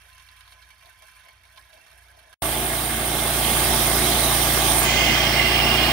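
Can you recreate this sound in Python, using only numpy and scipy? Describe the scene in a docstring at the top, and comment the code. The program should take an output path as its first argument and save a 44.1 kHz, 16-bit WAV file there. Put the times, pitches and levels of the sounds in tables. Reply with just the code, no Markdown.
"""Water pours into a small metal tank, close up: hissing stream, splashes and bubbles over a distant engine hum.
After a short silent gap a small gasoline sawmill runs outdoors: firing orders and a throbbing roar make
the engine drone, and resonant noise makes the free band blade sing high to the right. Then the blade bites
into a log and rasps lower, in noise whose rings and hiss shift. Wind puffs on the microphone."""
import sys
import numpy as np
from scipy import signal
from scipy.fft import rfft, irfft, next_fast_len
from scipy.io import wavfile
from scipy.ndimage import uniform_filter1d, map_coordinates

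SR = 44100
rng = np.random.default_rng(int(sys.argv[2]) if len(sys.argv) > 2 else 0)


def put_to_file(sound):
    """Save the sound as 16-bit audio at rate SR, in the file named by the first command-line argument."""
    columns = np.atleast_2d(sound).T  # one column per channel
    safe = np.clip(columns, -1, 1)
    whole_steps = np.round(safe * 32767)
    wavfile.write(sys.argv[1], SR, whole_steps.astype(np.int16))


N = 261072

# Spectra are relative densities, modes are resonances; each finished layer gets its level separately.

# Engine firing orders: (multiple of the firing rate [1], level [dB])
FIRING_ORDERS = [(1, -24), (2, 1), (3, -21), (4, -5), (5, -3), (6, -42), (7, -16), (8, -7), (9, -17.5),
                 (10, -11.5), (11, -6), (12, -12.5), (13, -7.5), (14, -16.5), (15, -23), (16, -33),
                 (17, -24.5), (18, -18.5), (19, -31), (20, -13), (21, -16.5), (22, -14), (23, -10),
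                 (24, -11), (25, -11.5), (26, -10), (27, -8), (28, -14.5), (29, -12.5), (30, -12)]
# Firing rate of the engine: (time [s], firings [1/s])
FIRING_RATE = [(2.43, 28.85), (3.5, 28.9), (4.7, 28.85), (5.0, 28.7), (5.92, 28.7)]
# Engine roar spectrum: (frequency [Hz], density [dB])
ROAR_SPECTRUM = [(20, -40), (40, -12), (100, -11.5), (250, -10), (500, -8.5), (900, -11), (1050, -6.5),
                 (2000, -8.5), (3500, -13.5), (7300, -21.5), (9000, -31)]
# Cowl and guard modes: (frequency [Hz], width [Hz], level [dB])
HOUSING_MODES = [(84, 15, -5), (225, 100, -5), (365, 84, -1), (658, 95, -2.5), (742, 154, -3.5),
                 (870, 82, -1.5), (1152, 108, -3), (1522, 24, -6), (1640, 42, -3.5), (1873, 32, -7),
                 (2120, 82, -1)]
# Cooling fan spectrum: (frequency [Hz], density [dB])
FAN_SPECTRUM = [(6000, -90), (7200, -46), (7700, -7), (9000, -7.5), (12300, -14.5), (12700, -4),
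                (13500, -14), (14900, -8), (15500, 3.5), (16400, -5.5)]
# Free blade's broad sheen: (frequency [Hz], density [dB])
SHEEN_SPECTRUM = [(5000, -90), (6000, -32), (7500, -24.5), (9000, -12.5), (11000, -16), (14000, -15.5),
                  (16400, -20.5)]
# Singing modes of the free blade: (frequency [Hz], width [Hz], level [dB])
SINGING_MODES = [(7730, 55, -16), (9166, 800, -3.5), (9830, 200, -5), (12830, 280, -2.5),
                 (14900, 300, -7.5)]
# Whirr of the blade in its guides: (frequency [Hz], density [dB])
WHIRR_SPECTRUM = [(500, -90), (1500, -29), (2500, -8), (3300, -9), (4000, -24), (5000, -56)]
# Guide modes: (frequency [Hz], width [Hz], level [dB])
GUIDE_MODES = [(3226, 340, -1), (3500, 104, 4)]
# Strength of the whirr: (time [s], level [dB])
WHIRR_LEVEL = [(2.43, -36), (3.11, -36), (3.62, -28), (3.9, -30.5), (4.72, -29.5)]
# Hiss of the blade over its wheels: (frequency [Hz], density [dB])
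WHEEL_SPECTRUM = [(2000, -90), (3000, -56), (3800, -0.5), (5000, -8), (7000, -11.5), (9000, -33)]
# Wheel modes: (frequency [Hz], width [Hz], level [dB])
WHEEL_MODES = [(3760, 150, -3), (4880, 76, -2), (5630, 58, 0)]
# Rasp of the teeth in wood: (frequency [Hz], density [dB])
RASP_SPECTRUM = [(900, -63), (1500, -11.5), (2300, -7), (3400, -0.5), (3800, -8), (5500, -8), (7000, -43),
                 (9000, -50)]
# Modes in the rasp: (frequency [Hz], width [Hz], level [dB])
RASP_MODES = [(2460, 310, 0.5), (3143, 200, 5.5), (3500, 90, -11), (4170, 37, 0)]
# Low, then high ring of the blade held in the wood, each a list of (frequency [Hz], width [Hz], level [dB])
KERF_MODES = [
    [(2051, 42, 5.5), (2127, 120, 1.5)],
    [(2740, 59, 0), (2830, 110, 6)],
]
# Strength of those rings: (time [s], low ring [dB], high ring [dB])
RING_LEVELS = [(4.79, -32, -42), (4.86, -31.5, -36), (5.0, -26, -26.5), (5.1, -25, -23.5),
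               (5.18, -31.5, -37), (5.33, -28.5, -31), (5.4, -25, -23.5), (5.6, -31, -24.5),
               (5.92, -48, -23.5)]
# Sinking centre of the cutting hiss: (time [s], frequency [Hz])
HISS_CENTRE = [(4.7, 7240), (4.95, 6370), (5.15, 5970), (5.35, 5200), (5.92, 4460)]
# Splashes: (time [s], reference level [dB], bubble pitch [Hz], wall slap over the reference [dB])
SPLASHES = [(.18, -40, 2700, -25), (.197, -44, 1027, -14), (.287, -50, 2300, 0), (.364, -54, 1640, 0),
            (.408, -42, 1630, -8), (.477, -41, 1640, -10), (.522, -40, 2240, -8), (.623, -49.5, 2170, 2),
            (.704, -39, 2260, -20), (.824, -44, 1050, -14), (.857, -47, 708, -4), (1.022, -37, 1026, -21),
            (1.082, -43, 1650, -23), (1.285, -38.5, 2160, -26), (1.435, -45, 2190, -15),
            (1.452, -45, 1024, -20), (1.561, -46, 1044, -8), (1.574, -37.5, 1027, -6),
            (1.731, -45, 627, -3), (1.775, -46, 990, -20), (1.865, -40, 1770, -22), (1.914, -42, 1510, -22),
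            (2.19, -46, 2280, -8), (2.328, -36.5, 1610, -17)]
# Strength of the stream: (time [s], level [dB])
FLOW_LEVEL = [(0, -56.5), (.1, -55.5), (.6, -56.5), (.76, -58.5), (.89, -55.5), (.97, -58), (1.2, -54.5),
              (1.4, -61), (1.46, -59.5), (1.53, -58.5), (1.77, -57.5), (2.34, -58)]
# Stream spectrum: (frequency [Hz], density [dB])
STREAM_SPECTRUM = [(500, -49), (800, -17), (2000, -9), (4000, -26), (6000, -16.5), (8000, -38),
                   (11000, -70)]
# Air and wall modes of the tank: (frequency [Hz], width [Hz], level [dB])
TANK_MODES = [(1027, 29, 2), (1534, 56, -2), (1685, 105, 0.5), (1880, 68, -5), (2160, 59, -5.5),
              (2308, 150, -5), (2683, 82, -1.5), (3190, 510, -3), (3720, 160, -9), (4350, 160, -12.5),
              (5290, 190, -17)]
# Spray spectrum: (frequency [Hz], density [dB])
SPRAY_SPECTRUM = [(4000, -44), (5300, -6.5), (6950, -6.5), (7500, -13.5), (9400, 4), (11300, -6.5),
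                  (12500, -5), (15000, -15), (16400, -22)]
# Gurgle spectrum: (frequency [Hz], density [dB])
GURGLE_SPECTRUM = [(120, -48), (250, -16), (500, -9), (750, -3.5), (900, 0), (1100, -43)]
# Lowest air modes of the tank: (frequency [Hz], width [Hz], level [dB])
HOLLOW_MODES = [(380, 25, -17), (644, 40, 8), (702, 36, 7)]
# Air gulps in the tank: (time [s], level [dB])
GLUGS = [(.06, -66), (.55, -64), (.87, -65), (1.04, -68), (1.27, -63), (1.46, -80), (1.58, -66),
         (1.77, -58), (2.19, -76)]
# Water slapping the wall: (frequency [Hz], density [dB])
SLAP_SPECTRUM = [(1200, -50), (2200, -10), (3300, 5), (4400, 0), (5500, -16), (7000, -40)]
# Wind puffs on the ports: (time [s], half length [s], level [dB])
PUFFS = [(4.59, 0.025, -38), (4.967, 0.044, -38), (5.115, 0.037, -37), (5.62, 0.038, -33)]
# Wind buffeting spectrum: (frequency [Hz], density [dB])
BUFFET_SPECTRUM = [(15, -35), (40, -5), (60, -4), (110, -7), (200, -9), (350, -10), (600, -50)]
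# Orders of the distant engine: (frequency [Hz], relative level [dB])
FAR_HUM_TONES = [(58.6, 1.5), (87.9, -5.5), (117.2, -19.5), (146.5, -19)]
# Hum level and unrest: (time [s], level [dB], depth of its dips [dB])
HUM_WAVERS = [(0, -60, .3), (.65, -60.5, .5), (1.0, -64, 2), (1.2, -60, 5), (1.8, -59.5, 5), (2.34, -59, 4)]
# Rumble under the hum: (frequency [Hz], density [dB])
FAR_RUMBLE_SPECTRUM = [(20, -48), (40, -21), (100, -22), (200, -38.5), (500, -43), (800, -66)]
# Treble edge of the microphone: (frequency [Hz], gain [dB])
MIC_RESPONSE = [(15700, 0), (15850, -30), (16000, -52), (16430, -68)]
# Engine at the two ports: (frequency [Hz], likeness [0-1], left minus right [dB], left leads by [rad])
MILL_PORTS = [(200, 1, 0, 0), (260, .95, -1.5, .1), (400, .85, -2.5, .2), (500, .88, -1, .2),
              (570, .99, -.3, .1), (700, .92, -.8, .35), (900, .9, -.8, .45), (1200, .75, -1, 1),
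              (1400, .55, -1, 1.3), (1700, .15, 0, 0), (2050, .4, 0, -1), (4000, .3, -3, 0)]
# Fan at the ports: (frequency [Hz], likeness [0-1], left minus right [dB], left leads by [rad])
FAN_PORTS = [(7500, 0.35, 13, 2.5), (12000, 0.25, 9.7, 1), (15500, .3, 14.8, 1.8)]
# Free blade at the ports: (frequency [Hz], likeness [0-1], left minus right [dB], left leads by [rad])
SING_PORTS = [(2490, 0.2, -5.5, -2.5), (3140, 0.76, -7.5, 0), (4200, 0.35, -20.5, -2.8),
              (6150, 0.25, -12.5, 3.5), (9770, 0.97, -21.5, 1), (10100, 0.2, -15.5, 4.5),
              (15000, .3, -27, -2)]
# Cutting at the ports: (frequency [Hz], likeness [0-1], left minus right [dB], left leads by [rad])
RASP_PORTS = [(1500, .3, -5, 0), (2100, .75, -6, 0), (2800, .75, -14, 2.8), (3600, .6, -13, 3.8),
              (5300, .6, -12, 6.9), (7000, .4, -9, 10)]
# Pour at the ports: (frequency [Hz], likeness [0-1], left minus right [dB], left leads by [rad])
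POUR_PORTS = [(60, .9, -1.5, 1), (210, 0.4, 0, 0), (770, 1, 0.5, -1.6), (1130, 0.56, 3, -0.2),
              (1760, 0.3, -10.5, 1), (2300, 0.45, -4, 0.1), (3220, 0, -14.5, -1), (4300, 0.2, -1.5, 0.5),
              (6400, 0, -7, 0.5), (9800, .2, -5.5, 2.5), (15000, .3, 1, -0.5)]

POUR_END_S, MILL_START_S = 2.342, 2.4205
BITE_S = 4.76  # the teeth reach the wood
# the level of engine, fan, singing and wheel hiss is faded up once
FADE_UP_START_S, FADE_UP_S, FADE_UP_DB = 3.05, 0.59, 4.5
DRONE_DB, ROAR_DB, FAN_DB = -31, -29, -32  # before the fade-up
LOAD_DB_PER_S = 0.9  # drone and roar keep growing while the blade is in the wood
SING_DB, SING_FLARE_DB = -27, 4  # before the fade-up; flare as the teeth touch
TOUCH_S, TOUCH_HALF_S = 4.79, 0.016  # first scrape of the teeth
SING_DAMP_DB, SING_DAMP_START_S, SING_DAMP_S = 20.5, 4.84, 0.065  # the wood stills the singing
WHEEL_DB, WHEEL_FADE_UPS = -37, 1.93  # level before the fade-up; multiple of its dB
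RASP_DB, RASP_FADE_DB_PER_S = -21.5, 1.5
HISS_DB, HISS_FADE_DB_PER_S = -29.5, 3.5
RING_WAVER_DB = 1.5
SPRAY_DB, SPRAY_FOLLOWS = -67.5, 0.97  # mean level; share of the stream's swings
GURGLE_DB, GURGLE_RISE_DB_PER_S, GURGLE_WAVER_DB = -76.5, 6, 1  # grows as the tank fills
GLUG_HALF_S = 0.024
WASH_DB, THROW_DB, BUBBLE_DB = -14, -18, -10  # surge, thrown spray and bubble over a splash's reference
LUMPS_DB, DROPS_DB = -8, -12  # over the stream
LARGEST_SHARE = .93  # caps the size of chance lumps and droplets
WHISTLE_HZ, WHISTLE_WIDTH_HZ, WHISTLE_DB = 708, 12, -75  # a thin tone early in the pour
WHISTLE_END_S, WHISTLE_FADE_DB = .58, 25
FAR_RUMBLE_DB = -68.5
TOP_HZ = 16430  # band limit


def engine():
    """One firing every second turn: clean low orders, unsteady higher ones, throbbing roar, cooling fan."""
    rate_hz = curves(FIRING_RATE)[0] + 0.077 * wobble(3)
    phase = 2 * np.pi * np.cumsum(rate_hz) / SR
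    jitter = 0.038 * wobble(14)  # timing scatter [rad] blurs the high orders most
    drone = np.zeros(N)
    for k, db in FIRING_ORDERS:
        level = amp(db + 0.2 * k ** 0.74 * wobble(9.8))
        drone += level * np.sin(k * (phase + jitter) + rng.uniform(0, 2 * np.pi))
    drone = stereo([drone, 0 * drone], np.ones_like, MILL_PORTS)
    throb = amp(0.5 * np.cos(phase) + 1.0 * np.cos(2 * phase) + 0.12 * wobble(14))
    roar = throb * stereo(patchy(patchy_db=1.5), colour(ROAR_SPECTRUM, HOUSING_MODES), MILL_PORTS)
    fan = stereo(patchy(patchy_db=0.3), colour(FAN_SPECTRUM, []), FAN_PORTS)
    load = amp(LOAD_DB_PER_S * in_wood_s())
    motor = load * (amp(DRONE_DB) * drone + amp(ROAR_DB) * roar)
    return amp(fade_up_db()) * (motor + amp(FAN_DB) * fan)


def blade():
    """Running free, the steel band sings, whirrs through its guides and hisses over its wheels."""
    sing = stereo(patchy(patchy_db=1.5), colour(SHEEN_SPECTRUM, SINGING_MODES), SING_PORTS)
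    whirr = stereo(patchy(patchy_db=1.5), colour(WHIRR_SPECTRUM, GUIDE_MODES), SING_PORTS)
    hiss = stereo(patchy(patchy_db=2.0), colour(WHEEL_SPECTRUM, WHEEL_MODES), SING_PORTS)
    flare_db = SING_FLARE_DB * bumps([(TOUCH_S, 0)], TOUCH_HALF_S)
    damping_db = SING_DAMP_DB * ramp(SING_DAMP_START_S, SING_DAMP_S)
    sing_db = SING_DB + fade_up_db() + flare_db - damping_db
    whirr_db = curves(WHIRR_LEVEL)[0] + 0.78 * wobble(8)
    hiss_db = WHEEL_DB + WHEEL_FADE_UPS * fade_up_db()
    free = 1 - bite()  # the wood's grip stills the guides and wheels
    flutter = amp(0.27 * wobble(21.78))
    return flutter * (amp(sing_db) * sing + free * (amp(whirr_db) * whirr + amp(hiss_db) * hiss))


def cut():
    """Teeth rasp in the wood; as the blade sinks in, its rings trade places and the hiss grows duller."""
    rasp = stereo(patchy(patchy_db=1.5), colour(RASP_SPECTRUM, RASP_MODES), RASP_PORTS)
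    rasp *= amp(RASP_DB - RASP_FADE_DB_PER_S * in_wood_s())
    for level_db, modes in zip(curves(RING_LEVELS), KERF_MODES):
        ring = stereo(rng.standard_normal((2, N)), colour([(1, -120)], modes), RASP_PORTS)
        rasp += amp(level_db + RING_WAVER_DB * wobble(55)) * ring
    sinking = gliding(patchy(patchy_db=2.0), HISS_CENTRE, width_hz=1640)
    hiss = stereo(sinking, np.ones_like, RASP_PORTS)
    hiss *= amp(HISS_DB - HISS_FADE_DB_PER_S * in_wood_s())
    return bite() * amp(0.18 * wobble(27)) * (rasp + hiss)


def pouring():
    """The stream hisses in the tank's resonances; lumps of water ring single modes and throw spray."""
    flow_db, = curves(FLOW_LEVEL)
    s, db, bubble_hz, slap_db = np.transpose(SPLASHES)

    when, how_big, which, detune = rng.random((4, 300))
    at = when * POUR_END_S
    # lumps leave the lowest mode alone: it hums on in the stream
    modes = np.array(TANK_MODES)[1 + (which * (len(TANK_MODES) - 1)).astype(int)]
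    size = amp(-3 * np.log(1 - LARGEST_SHARE * how_big))
    lump_hz = modes[:, 0] + modes[:, 1] * (detune - .5)
    lumps = bubbles(at, lump_hz, size * amp(modes[:, 2]), t60=0.062)

    when, pitch, how_big = rng.random((3, 900))  # crisp droplets, far shorter
    drop_gain = amp(-3.5 * np.log(1 - LARGEST_SHARE * how_big))
    drops = bubbles(when * POUR_END_S, 1500 * 3.57 ** pitch, drop_gain, t60=0.0062, attack=0.00028)

    wet = amp(flow_db) + bursts(s, amp(db + WASH_DB), t60=0.077)
    tank = wet * stereo(patchy(patchy_db=1.5), colour(STREAM_SPECTRUM, TANK_MODES), POUR_PORTS)

    gurgle_db = GURGLE_DB + GURGLE_RISE_DB_PER_S * np.arange(N) / SR + GURGLE_WAVER_DB * wobble(14)
    gurgle = amp(gurgle_db) + bumps(GLUGS, GLUG_HALF_S)
    tank += gurgle * stereo(patchy(patchy_db=2.0), colour(GURGLE_SPECTRUM, HOLLOW_MODES), POUR_PORTS)

    slap = stereo(rng.standard_normal((2, N)), colour(SLAP_SPECTRUM, []), POUR_PORTS)
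    tank += bursts(s, amp(db + slap_db), t60=0.055) * slap

    spray_db = SPRAY_DB + SPRAY_FOLLOWS * (flow_db - np.mean(FLOW_LEVEL, axis=0)[1])
    spray = amp(spray_db) * (1 + 0.89 * bursts(at, size, t60=0.03))
    spray += bursts(s, amp(db + THROW_DB), t60=.05)
    mist = spray * stereo(patchy(patchy_db=1.2), colour(SPRAY_SPECTRUM, []), POUR_PORTS)

    plops = amp(flow_db + LUMPS_DB) * unit(lumps) + amp(flow_db + DROPS_DB) * unit(drops)
    plops += bubbles(s, bubble_hz, amp(db + BUBBLE_DB), t60=0.12)
    plops = np.std(plops) * stereo([plops, 0 * plops], np.ones_like, POUR_PORTS)

    narrow = colour([(1, -120)], [(WHISTLE_HZ, WHISTLE_WIDTH_HZ, 0)])
    whistle = stereo(rng.standard_normal((2, N)), narrow, POUR_PORTS)
    tank += amp(WHISTLE_DB - WHISTLE_FADE_DB * ramp(WHISTLE_END_S, .05)) * whistle
    return tank + mist + plops + far_engine()


def wind():
    """Short puffs of low noise push the two ports in opposite ways."""
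    t = np.arange(N) / SR
    gust = sum(amp(db) * np.exp(-np.square((t - s) / half)) for s, half, db in PUFFS)
    buffet = unit(filtered(rng.standard_normal(N), colour(BUFFET_SPECTRUM, [])))
    return gust * buffet * [[1], [-.7]]


def far_engine():
    """Low orders of a distant engine waver with the air, over a rumble."""
    t = np.arange(N) / SR
    tones = np.zeros(N)
    for hz, db in FAR_HUM_TONES:
        tones += amp(db + 1.5 * wobble(6.7)) * np.sin(2 * np.pi * hz * t + 2.0 * wobble(3.6))
    rumble = stereo(rng.standard_normal((2, N)), colour(FAR_RUMBLE_SPECTRUM, []), POUR_PORTS)
    level_db, dips_db = curves(HUM_WAVERS)
    hum_db = level_db - dips_db * np.square(wobble(11.57))
    lean = amp([[-.8], [.8]])  # slightly to the right
    return amp(hum_db) * unit(tones) * lean + amp(FAR_RUMBLE_DB) * rumble


def fade_up_db():
    """How far the level of the mill has been faded up [dB]."""
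    return FADE_UP_DB * ramp(FADE_UP_START_S, FADE_UP_S)


def in_wood_s():
    """Seconds since the teeth reached the wood."""
    return np.maximum(np.arange(N) / SR - BITE_S, 0)


def bite():
    """0 while the blade runs free, rising to 1 as it enters the wood."""
    return ramp(BITE_S, 0.12)


def bubbles(times, pitch_hz, gains, t60, attack=0.0027):
    """Short dying tones with a soft start whose pitch creeps up."""
    t = np.arange(round(t60 * SR)) / SR
    tones = np.sin(2 * np.pi * pitch_hz[:, None] * t * (1 + 0.49 * t))
    tones *= amp(-60 * t / t60) * (1 - np.exp(-t / attack))
    at = np.round(times * SR).astype(int)[:, None] + np.arange(len(t))
    return np.bincount(at.ravel(), (gains[:, None] * tones).ravel(), N)[:N]


def bursts(times, gains, t60):
    """An envelope that jumps at each time and dies away by 60 dB in t60 seconds."""
    kicks = np.bincount(np.round(times * SR).astype(int), gains, N)[:N]
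    return signal.lfilter([1], [1, -amp(-60 / (t60 * SR))], kicks)


def bumps(rows, half_s):
    """Bell-shaped swells at (time [s], level [dB])."""
    return sum(amp(db) * np.exp(-np.square((np.arange(N) / SR - s) / half_s)) for s, db in rows)


def ramp(start_s, length_s):
    """0 before the start, 1 after the length, straight between."""
    return np.clip((np.arange(N) / SR - start_s) / length_s, 0, 1)


def patchy(patchy_db):
    """Two white noises sharing patches of random gain in time and frequency."""
    z = signal.stft(rng.standard_normal((2, N)), nperseg=512)[2]
    field = uniform_filter1d(rng.standard_normal(z.shape[1:]), 6, 0)
    field = uniform_filter1d(field, 8, 1)
    return signal.istft(z * amp(patchy_db * unit(field)), nperseg=512)[1][:, :N]


def gliding(pair, centre, width_hz):
    """Noise in a band whose centre moves; the width is taken 6 dB down."""
    hz, t, z = signal.stft(pair, SR, nperseg=512)
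    offset = hz[:, None] - np.interp(t, *np.transpose(centre))
    band = 1 / (1 + (2 * offset / width_hz) ** 2)
    return signal.istft(z * band, SR, nperseg=512)[1][:, :N]


def stereo(pair, gain, ports):
    """Two unrelated signals mixed to a likeness, balance and lead per frequency; rms 1."""
    m = next_fast_len(N + 8192)
    hz = np.fft.rfftfreq(m, 1 / SR)
    f, *cols = np.transpose(ports)
    alike, left_db, lead = [along(np.transpose([f, c]), hz) for c in cols]
    turn = np.arccos(np.clip(alike, 0, 1)) / 2
    same, other = rfft(np.asarray(pair), m) * [np.cos(turn), np.sin(turn)]
    lean = amp(left_db / 2) * np.exp(.5j * lead)
    level = gain(hz) / np.sqrt(np.cosh(left_db * np.log(10) / 10))  # balance keeps the power
    return unit(irfft(level * [(same + other) * lean, (same - other) / lean], m)[:, :N])


def colour(spectrum, modes):
    """Gain of a broad spectrum with resonance peaks standing on it."""
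    def gain(hz):
        power = amp(2 * along(spectrum, hz))
        for centre, width, db in modes:
            power = power + amp(2 * db) / np.square(1 + np.square(2 * (hz - centre) / width))
        return np.sqrt(power)
    return gain


def filtered(x, response):
    """x times a response of frequency."""
    m = next_fast_len(N + SR // 4)
    return irfft(rfft(x, m) * response(np.fft.rfftfreq(m, 1 / SR)), m)[..., :N]


def wobble(rate):
    """A smooth random curve, rate knots a second."""
    coarse = np.arange(0, N + 64, 64)
    knots = rng.standard_normal(int(N * rate / SR) + 4)
    smooth = map_coordinates(knots, [coarse * rate / SR])
    return np.interp(np.arange(N), coarse, smooth)


def curves(rows):
    """One value per sample for each column after the time."""
    s, *cols = np.transpose(rows)
    return [np.interp(np.arange(N) / SR, s, c) for c in cols]


def along(points, hz):
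    """(frequency [Hz], value) points read on a log axis."""
    f, v = np.transpose(points)
    return np.interp(np.log(hz + 1), np.log(f + 1), v)


def amp(db):
    """Decibels to amplitude."""
    return 10 ** (np.asarray(db) / 20)


def unit(x):
    """x scaled to rms 1."""
    return x / np.sqrt(np.mean(x ** 2) + 1e-20)


def scene():
    """The pour, a gap holding only its fading trace, then the sawmill."""
    t = np.arange(N) / SR
    fade = np.where(t < POUR_END_S, 1, amp(-13 - 1000 * (t - POUR_END_S)))
    mill = engine() + blade() + cut() + wind()
    return fade * pouring() + (t >= MILL_START_S) * mill


def record(dry):
    """The microphone's treble falls away steeply and nothing stays above its band limit."""
    return filtered(dry, lambda hz: amp(along(MIC_RESPONSE, hz)) * (hz < TOP_HZ))


dry = scene()
out = record(dry)
put_to_file(out)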